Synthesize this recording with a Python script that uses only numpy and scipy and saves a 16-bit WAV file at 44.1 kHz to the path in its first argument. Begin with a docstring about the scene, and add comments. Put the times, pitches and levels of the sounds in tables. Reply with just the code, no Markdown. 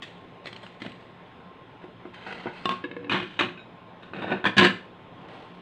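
"""Over steady air hush and a humming fan (noise and narrow-band tones), fingers rustle on a knocked tray.
A held plate, platter, saucer and plate follow on a wooden table, close to a phone in a small room;
a spoon chinks, a side plate and a bowl are set down, and last a chair shifts.
Knocks are short chattering bursts, drags streams of slips; both drive damped sines and snaps of noise
for the thing and the tabletop. Sparse decaying echoes make the room."""
import sys
import numpy as np
from scipy import signal
from scipy.io import wavfile
from scipy.ndimage import uniform_filter1d

SR = 44100
rng = np.random.default_rng(int(sys.argv[2]) if len(sys.argv) > 2 else 0)


def voltage_ratio(level):
    """Linear amplitude factor for a level in decibels (scalar or array-like)."""
    return 10 ** (np.asarray(level, float) / 20)


def to_wav(sig):
    """Store sig (one row per channel, or 1-D mono) as 16-bit WAV at the path in sys.argv[1].

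    Samples outside -1..1 are clipped; the rate is SR.
    """
    pcm = np.clip(np.atleast_2d(sig), -1, 1) * 32767
    pcm = np.round(pcm).astype(np.int16)
    wavfile.write(sys.argv[1], SR, pcm.T)  # frames by channels


N = 247401


def evened(x):
    """Scales to rms 1."""
    return x / np.sqrt(np.mean(x ** 2) + 1e-20)


def read(points, hz):
    """Reads a spectrum on a log-frequency axis."""
    point_hz, value = np.transpose(points)
    return np.interp(np.log(hz + 1), np.log(point_hz + 1), value)


def add(mix, start_s, sound):
    """Mixes a sound in at start_s."""
    part = mix[round(start_s * SR):][:len(sound)]
    part += sound[:len(part)]


# Air noise spectrum. Each row: frequency in Hz, relative density in dB.
HUSH = [(15, -51), (25, -11), (84, -16.5), (111, 14.5), (145, -10.5), (170, -9.5), (277, 1.5), (309, -10),
        (344, -3), (962, -7), (1040, -9.5), (1130, -11), (3620, -19.5), (4870, -40), (16000, -61.5)]


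def hush():
    """Air noise, shaped in frequency, with drifting patches and a slow swell."""
    frames, hz = N // 256 + 5, np.fft.rfftfreq(1024, 1 / SR)
    real, imag, patches = rng.standard_normal((frames, 513, 3)).T
    patches = uniform_filter1d(patches, 10, axis=0)  # across frequency
    patches = evened(uniform_filter1d(patches, 16, axis=1))  # across time
    swell = evened(uniform_filter1d(rng.standard_normal(frames), 40))
    drift_db = 1.3 * patches + 0.6 * swell
    spectrum = (real + 1j * imag) * voltage_ratio(read(HUSH, hz)[:, None] + drift_db)
    noise = signal.istft(spectrum, nperseg=1024, noverlap=768)[1][:N]
    return voltage_ratio(-49.5) * evened(noise)


# Fan tones. Each row: pitch in Hz, bandwidth in Hz, rms level in dB, steady part relative to noise rms.
FAN = [(113.5, 7.7, -62.5, 0.28), (177.3, 13.4, -56.5, 0.85), (880, 7.1, -66.5, 0.084),
       (1059, 31, -59.5, .1), (5076, 12, -86.5, 3)]


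def fan():
    """Each tone is a steady part plus a narrow band of noise around its pitch."""
    t_s, out = np.arange(N) / SR, np.zeros(N)
    for hz, width_hz, level_db, steady in FAN:
        noise = rng.standard_normal(N) + 1j * rng.standard_normal(N)
        slow = signal.lfilter(*signal.butter(2, width_hz / 2, fs=SR), noise)
        wander = steady + slow / np.std(slow)
        tone = (wander * np.exp(2j * np.pi * hz * t_s)).real
        out += voltage_ratio(level_db) * evened(tone)
    return out


def harder(force, treble_db, hz=1800):
    """A harder contact carries more force above hz; two shelves make the turn steep."""
    for _ in range(2):
        low = signal.lfilter(*signal.butter(1, hz, fs=SR), force)
        force = low + voltage_ratio(treble_db / 2) * (force - low)
    return force


def grains(count, per_s, spread_db):
    """Sparse slips of random sign and uneven size."""
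    draw, size, sign = rng.random((count, 3)).T
    uneven = voltage_ratio(-spread_db * np.log(size + 0.0054))
    return (draw < per_s / SR) * uneven * np.sign(sign - 0.5)


# Ringing modes of each thing. Each row: frequency in Hz, level before spot scatter in dB,
# t60 in seconds before body() limits it and grip shortens it.
FOOD_TRAY = [(2020, 7, 0.016), (2430, -14, 0.017), (2850, 0, 0.016), (3580, 3, 0.012), (4230, -18, 0.014),
             (6700, 10, 0.0097), (7860, 11.5, .008)]
HELD_PLATE = [(480, 2.5, 0.054), (890, 15.5, 0.0091), (1130, -11, .02), (1500, 16, 0.011),
              (1976, 12, 0.012), (2556, 3, 0.032), (3115, -5.5, 0.11), (3640, -19, 0.025),
              (4280, -2, 0.014), (4820, -3, 0.049), (6130, 1, 0.023), (8100, -9, 0.027)]
PLATTER = [(697, -6.5, 0.07), (1088, 5, 0.11), (1100, -14, .06), (1590, -11, 0.13), (1930, -8, 0.038),
           (2840, -1, 0.023), (3536, 1.5, 0.032), (4270, -18, .03), (4940, -22, 0.025), (5650, -9, 0.02)]
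SAUCER = [(296, 5, 0.11), (354, 3, 0.11), (482, 3, 0.13), (1086, 4, 0.026), (1694, 4.5, 0.033),
          (2176, -0.5, 0.024), (2614, 0, 0.021), (2940, -19, 0.029), (3740, -8, 0.021)]
PLATE = [(351, -6.5, 0.037), (1100, -5, 0.01), (1170, 0.5, 0.026), (1510, 6, 0.011), (1753, 8, 0.024),
         (2060, 9.5, 0.0087), (2475, 7.5, 0.016), (2450, -3, 0.016), (2883, 4, 0.036), (3120, 1, 0.017),
         (3060, -3, 0.018), (3420, 2, 0.025), (3720, 1, 0.021), (6040, 0.5, 0.022), (6840, -14, 0.044)]
SPOON = [(1540, 3, 0.089), (2523, 9.5, 0.037), (3800, 6, 0.11), (5200, -2, .12), (7000, 0, .12)]
SIDE_PLATE = [(605, 8, 0.0033), (875, 4, 0.0071), (1230, -2, 0.0084), (1540, 7, 0.021), (1780, 5, 0.024),
              (2520, 6.5, 0.013), (2770, -11, 0.034), (3700, 1.5, 0.038), (5130, -11.5, .04)]
BOWL = [(730, -9, 0.052), (1058, -1, 0.072), (1340, -7.5, 0.029), (1613, 5.5, 0.017), (1670, -4.5, 0.081),
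        (1760, 8, 0.018), (2040, -3, 0.019), (2260, 2.5, 0.013), (2380, 0, 0.032), (2895, 3.5, 0.023),
        (3410, 1.5, 0.015), (3680, -1, 0.016), (4580, -27, 0.023), (6150, -5, 0.025)]
CHAIR = [(670, 18, 0.0069), (935, 2, 0.014), (3000, -22, 0.0055)]


def body(modes, crack_db, spot_db, grip=1, crack_ms=2.23):
    """Unit-energy answer to a push at a chance spot: dying sines and a snap of countless damped modes."""
    t_s, (hz, mode_db, t60_s) = np.arange(6000)[:, None] / SR, np.transpose(modes)
    mode_db = mode_db + spot_db * rng.standard_normal(len(hz))  # each spot favours other modes
    decay_db = 60 * grip * t_s / np.clip(t60_s, 0.004, 0.5)
    tones = (voltage_ratio(mode_db - decay_db) * np.sin(2 * np.pi * hz * t_s)).sum(1)
    snap = rng.standard_normal(len(t_s)) * np.exp(-t_s[:, 0] * 1000 / crack_ms)
    both = tones / np.linalg.norm(tones) + voltage_ratio(crack_db) * snap / np.linalg.norm(snap)
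    return both / np.linalg.norm(both)


# Tabletop modes. Each row: frequency in Hz, level before spot scatter in dB, t60 in seconds before grip.
TABLETOP = [(112.7, 6.5, 0.095), (202, 3, 0.054), (256, -9, 0.095), (310, -1.5, 0.031), (359, -1.5, 0.086),
            (480, 3.5, 0.01), (630, -10.5, 0.021), (760, -10, 0.0091)]


def tabletop():
    """The wooden table's damped modes, pushed at a chance spot."""
    return body(TABLETOP, crack_db=-31, spot_db=0.5, grip=0.8)


# Things by name. Each row: modes, mean slips per second when dragged, snap beside the ring in dB,
# thud drive beside the ring drive when dragged in dB.
THINGS = {"tray": (FOOD_TRAY, 2300, 9.3, -2.5), "held plate": (HELD_PLATE, 9000, -1.5, -4.5),
          "platter": (PLATTER, 2100, 1.7, -1.7), "saucer": (SAUCER, 1000, -22, -14),
          "plate": (PLATE, 2975, 0, 0.5), "side plate": (SIDE_PLATE, 2000, 0.5, -2.5),
          "bowl": (BOWL, 2700, 3.8, -3), "spoon": (SPOON, 1000, -16, -9), "chair": (CHAIR, 6100, 3.3, -7)}
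# Knocks by thing. Each row: start in seconds, ring peak in dB, thud peak in dB (both before room and
# microphone), treble force in dB, chatter decay in ms before limits.
KNOCKS = { "tray": [(0.021, -18.5, -43, 19, 14.6), (0.458, -20, -48, 4, 1.5), (0.468, -18, -39, 23, 11),
          (0.529, -21, -30.5, 2, 2.8), (0.563, -26, -41, 3, 5.6), (0.629, -29.5, -40, -4, 18),
          (0.665, -27, -41, -2, 4.7), (0.819, -21.5, -27.5, -1, 4.7), (0.848, -31, -31, -2, 9.4),
          (0.863, -23.5, -22.5, -8.5, 3), (0.919, -28.5, -41, 11, 2.5)],
          "held plate": [(1.402, -39, -48, -25, 4), (1.839, -38, -27, 10, 8.2),
          (2.053, -41, -29.5, -33, 6.3), (2.144, -30, -45, 22, 3.4), (2.265, -28.5, -38, 0, 7.8),
          (2.458, -34, -20, -22, 4.8), (2.469, -24.5, -28, -35, 10)],
          "platter": [(2.656, -4.5, -16, 4.5, 0.42), (2.692, -6.5, -24, 4.5, 0.98)],
          "saucer": [(2.84, -21, -46.5, 10.5, 8.5), (2.914, -25, -38, 10.5, 2.1),
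          (2.966, -25.5, -44, -6, 2), (3.045, -32, -46, 5, 4.9), (3.069, -34, -45, -5, 4.2)],
          "plate": [(3.096, -13, -24.5, 0, 6.4), (3.118, -12.5, -31.5, 0.5, 11),
          (3.144, -15, -30, -8.5, 21), (3.2, -22, -35, -8, 9), (3.228, -24, -22.5, 3, 6.4),
          (3.391, -6.5, -35, 4, 17), (3.409, -8, -18, -3.5, 8.2)], "spoon": [(3.574, -37.5, -43, -12, 9),
          (3.592, -37.5, -55, 0, 12)], "side plate": [(4.135, -23, -54, -18, 2.1),
          (4.216, -26.5, -32, -8, 27), (4.244, -28, -18.5, -19, 4), (4.317, -18, -18.5, -32, 8.9)],
          "bowl": [(4.442, -14, -19, -13, 4.6), (4.453, -8, -20.5, -8, 15), (4.567, -10, -12, 4, 33),
          (4.581, 3.5, -7.5, 10, 6.7), (4.611, -7.5, -14, -16, 4.2), (4.624, -13, -8.5, 1, 3.8),
          (4.647, -5.5, -17, 2.5, 5.2)], }


def knock(thing, start_s, ring_db, thud_db, treble_db, chatter_ms):
    """One blow, heard through the thing and through the table under it."""
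    modes, _, crack_db, _ = THINGS[thing]
    t_ms = np.arange(4096) / SR * 1000
    chatter_ms = np.clip(chatter_ms, 0.5, 40)
    bounces = evened(grains(4096, per_s=6000, spread_db=2.0))
    blow = bounces * np.exp(-t_ms / chatter_ms)  # the rim settles in tiny bounces
    blow *= 1 - np.exp(-t_ms / (0.033 * chatter_ms))
    blow /= np.linalg.norm(blow)
    blow[0] = 2.9 / chatter_ms  # a clean blow puts its force in the first touch
    ring = signal.fftconvolve(harder(blow, treble_db), body(modes, crack_db, spot_db=1.0))
    thud = signal.fftconvolve(blow, tabletop())
    return start_s, voltage_ratio(ring_db) * ring / abs(ring).max() + voltage_ratio(thud_db) * thud / abs(thud).max()


# Drags, rustles and rattles by thing. Each row: start in seconds, time before the fade in seconds,
# slip drive before lumps in dB, fade in dB per second, treble force in dB.
DRAGS = { "tray": [(0.03, 0.022, -54.5, 98, 12.5), (0.44, 0.024, -51, 156, 9), (0.52, 0.1, -58, 28, 8.5),
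         (0.795, 0.035, -50.5, 62, 6.5)], "held plate": [(1.81, 0.026, -52.5, 400, -6),
         (2.13, 0.12, -60, 150, 15.5), (2.262, 0.067, -41.5, 57, 3.5), (2.48, 0.011, -40, 396, -19),
         (2.53, 0.23, -65.5, 199, 24.5)], "platter": [(2.7, 0.017, -27, 498, -1)],
         "saucer": [(2.9, 0.27, -48, 100, -15)], "plate": [(3.1, 0.039, -26.5, 155, -2),
         (3.19, 0.21, -60, 153, 13), (3.415, 0.005, -23.5, 282, -3)],
         "side plate": [(4.02, 0.034, -53, 180, 5), (4.135, 0.059, -36, 90, -10),
         (4.215, 0.11, -32, 199, -14.5), (4.315, 0.0079, -26, 250, -16)],
         "bowl": [(4.46, 0.013, -20.5, 704, -1.5), (4.575, 0.085, -16.5, 420, 1.5)],
         "chair": [(5.17, 0.12, -48, 95, -11), (5.28, 0.12, -47, 51, 0)], }


def drag(thing, start_s, hold_s, ring_db, fade_db_per_s, treble_db, spots=5):
    """A lumpy stream of slips that sets in, holds and fades, ringing the thing and the table."""
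    modes, slips_per_s, crack_db, thud_db = THINGS[thing]
    rise_ms, longest = 6, 24000  # longest in samples
    t_s = np.arange(longest) / SR
    fade_db = fade_db_per_s * np.maximum(t_s - hold_s, 0)
    pressure = np.minimum(t_s * 1000 / rise_ms, 1) * voltage_ratio(ring_db - fade_db)
    lumps_db = 1.73 * evened(uniform_filter1d(rng.standard_normal(longest), size=350))
    slips = evened(grains(longest, slips_per_s, spread_db=3.0)) * pressure * voltage_ratio(lumps_db)
    spot = rng.integers(0, spots, longest)  # the rim touches down now here, now there
    out = voltage_ratio(thud_db) * signal.fftconvolve(slips, tabletop())
    for k in range(spots):
        force = harder(slips * (spot == k), treble_db)
        damped = body(modes, crack_db, spot_db=1.5, grip=1.35)  # the hand damps the ring
        out = out + signal.fftconvolve(force, damped)
    return start_s, out


# Room decay. 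Each row: frequency in Hz, t60 in seconds.
ROOM = [(150, 0.41), (1000, 0.34), (4000, 0.35), (10000, 0.33)]


def room(x):
    """Sparse echoes of random sign, each band dying at its own speed."""
    taps, at = np.zeros(SR // 2), np.arange(150, SR // 2 - 20, 20)
    taps[at + rng.integers(0, 20, len(at))] = rng.choice([-1., 1.], len(at))
    hz, t_s, bands = signal.stft(taps, SR, nperseg=256)
    decay = voltage_ratio(-60 * t_s / read(ROOM, hz)[:, None])
    tail = signal.istft(bands * decay, SR, nperseg=256)[1]
    return signal.oaconvolve(x, tail / np.linalg.norm(tail))[:N]


# Response to nearby sounds. Each row: frequency in Hz, gain in dB.
MICROPHONE = [(30, -33), (90, -21.5), (170, 0.65), (3000, 3), (4200, -3.5), (5400, -20), (8500, -25.5),
              (10500, -42), (16000, -47.5)]


def microphone(x):
    """The microphone's causal response to nearby sounds: dull above the presence range."""
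    hz = np.abs(np.fft.fftfreq(4096, 1 / SR))
    log_gain = np.log(voltage_ratio(read(MICROPHONE, hz)))
    taps = np.fft.ifft(np.exp(np.conj(signal.hilbert(log_gain)))).real[:2048]  # minimum phase
    return signal.oaconvolve(x, taps)[:N]


def scene():
    """Things and table with their room echo, through the microphone, over hush and fan."""
    near = np.zeros(N)
    for table, play in (KNOCKS, knock), (DRAGS, drag):
        for thing, rows in table.items():
            for row in rows:
                add(near, *play(thing, *row))
    echoed = near + voltage_ratio(-9.0) * room(near)
    return (microphone(echoed) + hush() + fan())[None]


def roll_off(x):
    """The treble ends steeply here."""
    return signal.sosfilt(signal.butter(12, 16500, fs=SR, output="sos"), x)


def record(dry):
    """The input rounds off the loudest peaks."""
    ceiling = 0.85  # of full scale
    mix = ceiling * np.tanh(dry / ceiling)
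    return roll_off(mix)


dry = scene()
out = record(dry)
to_wav(out)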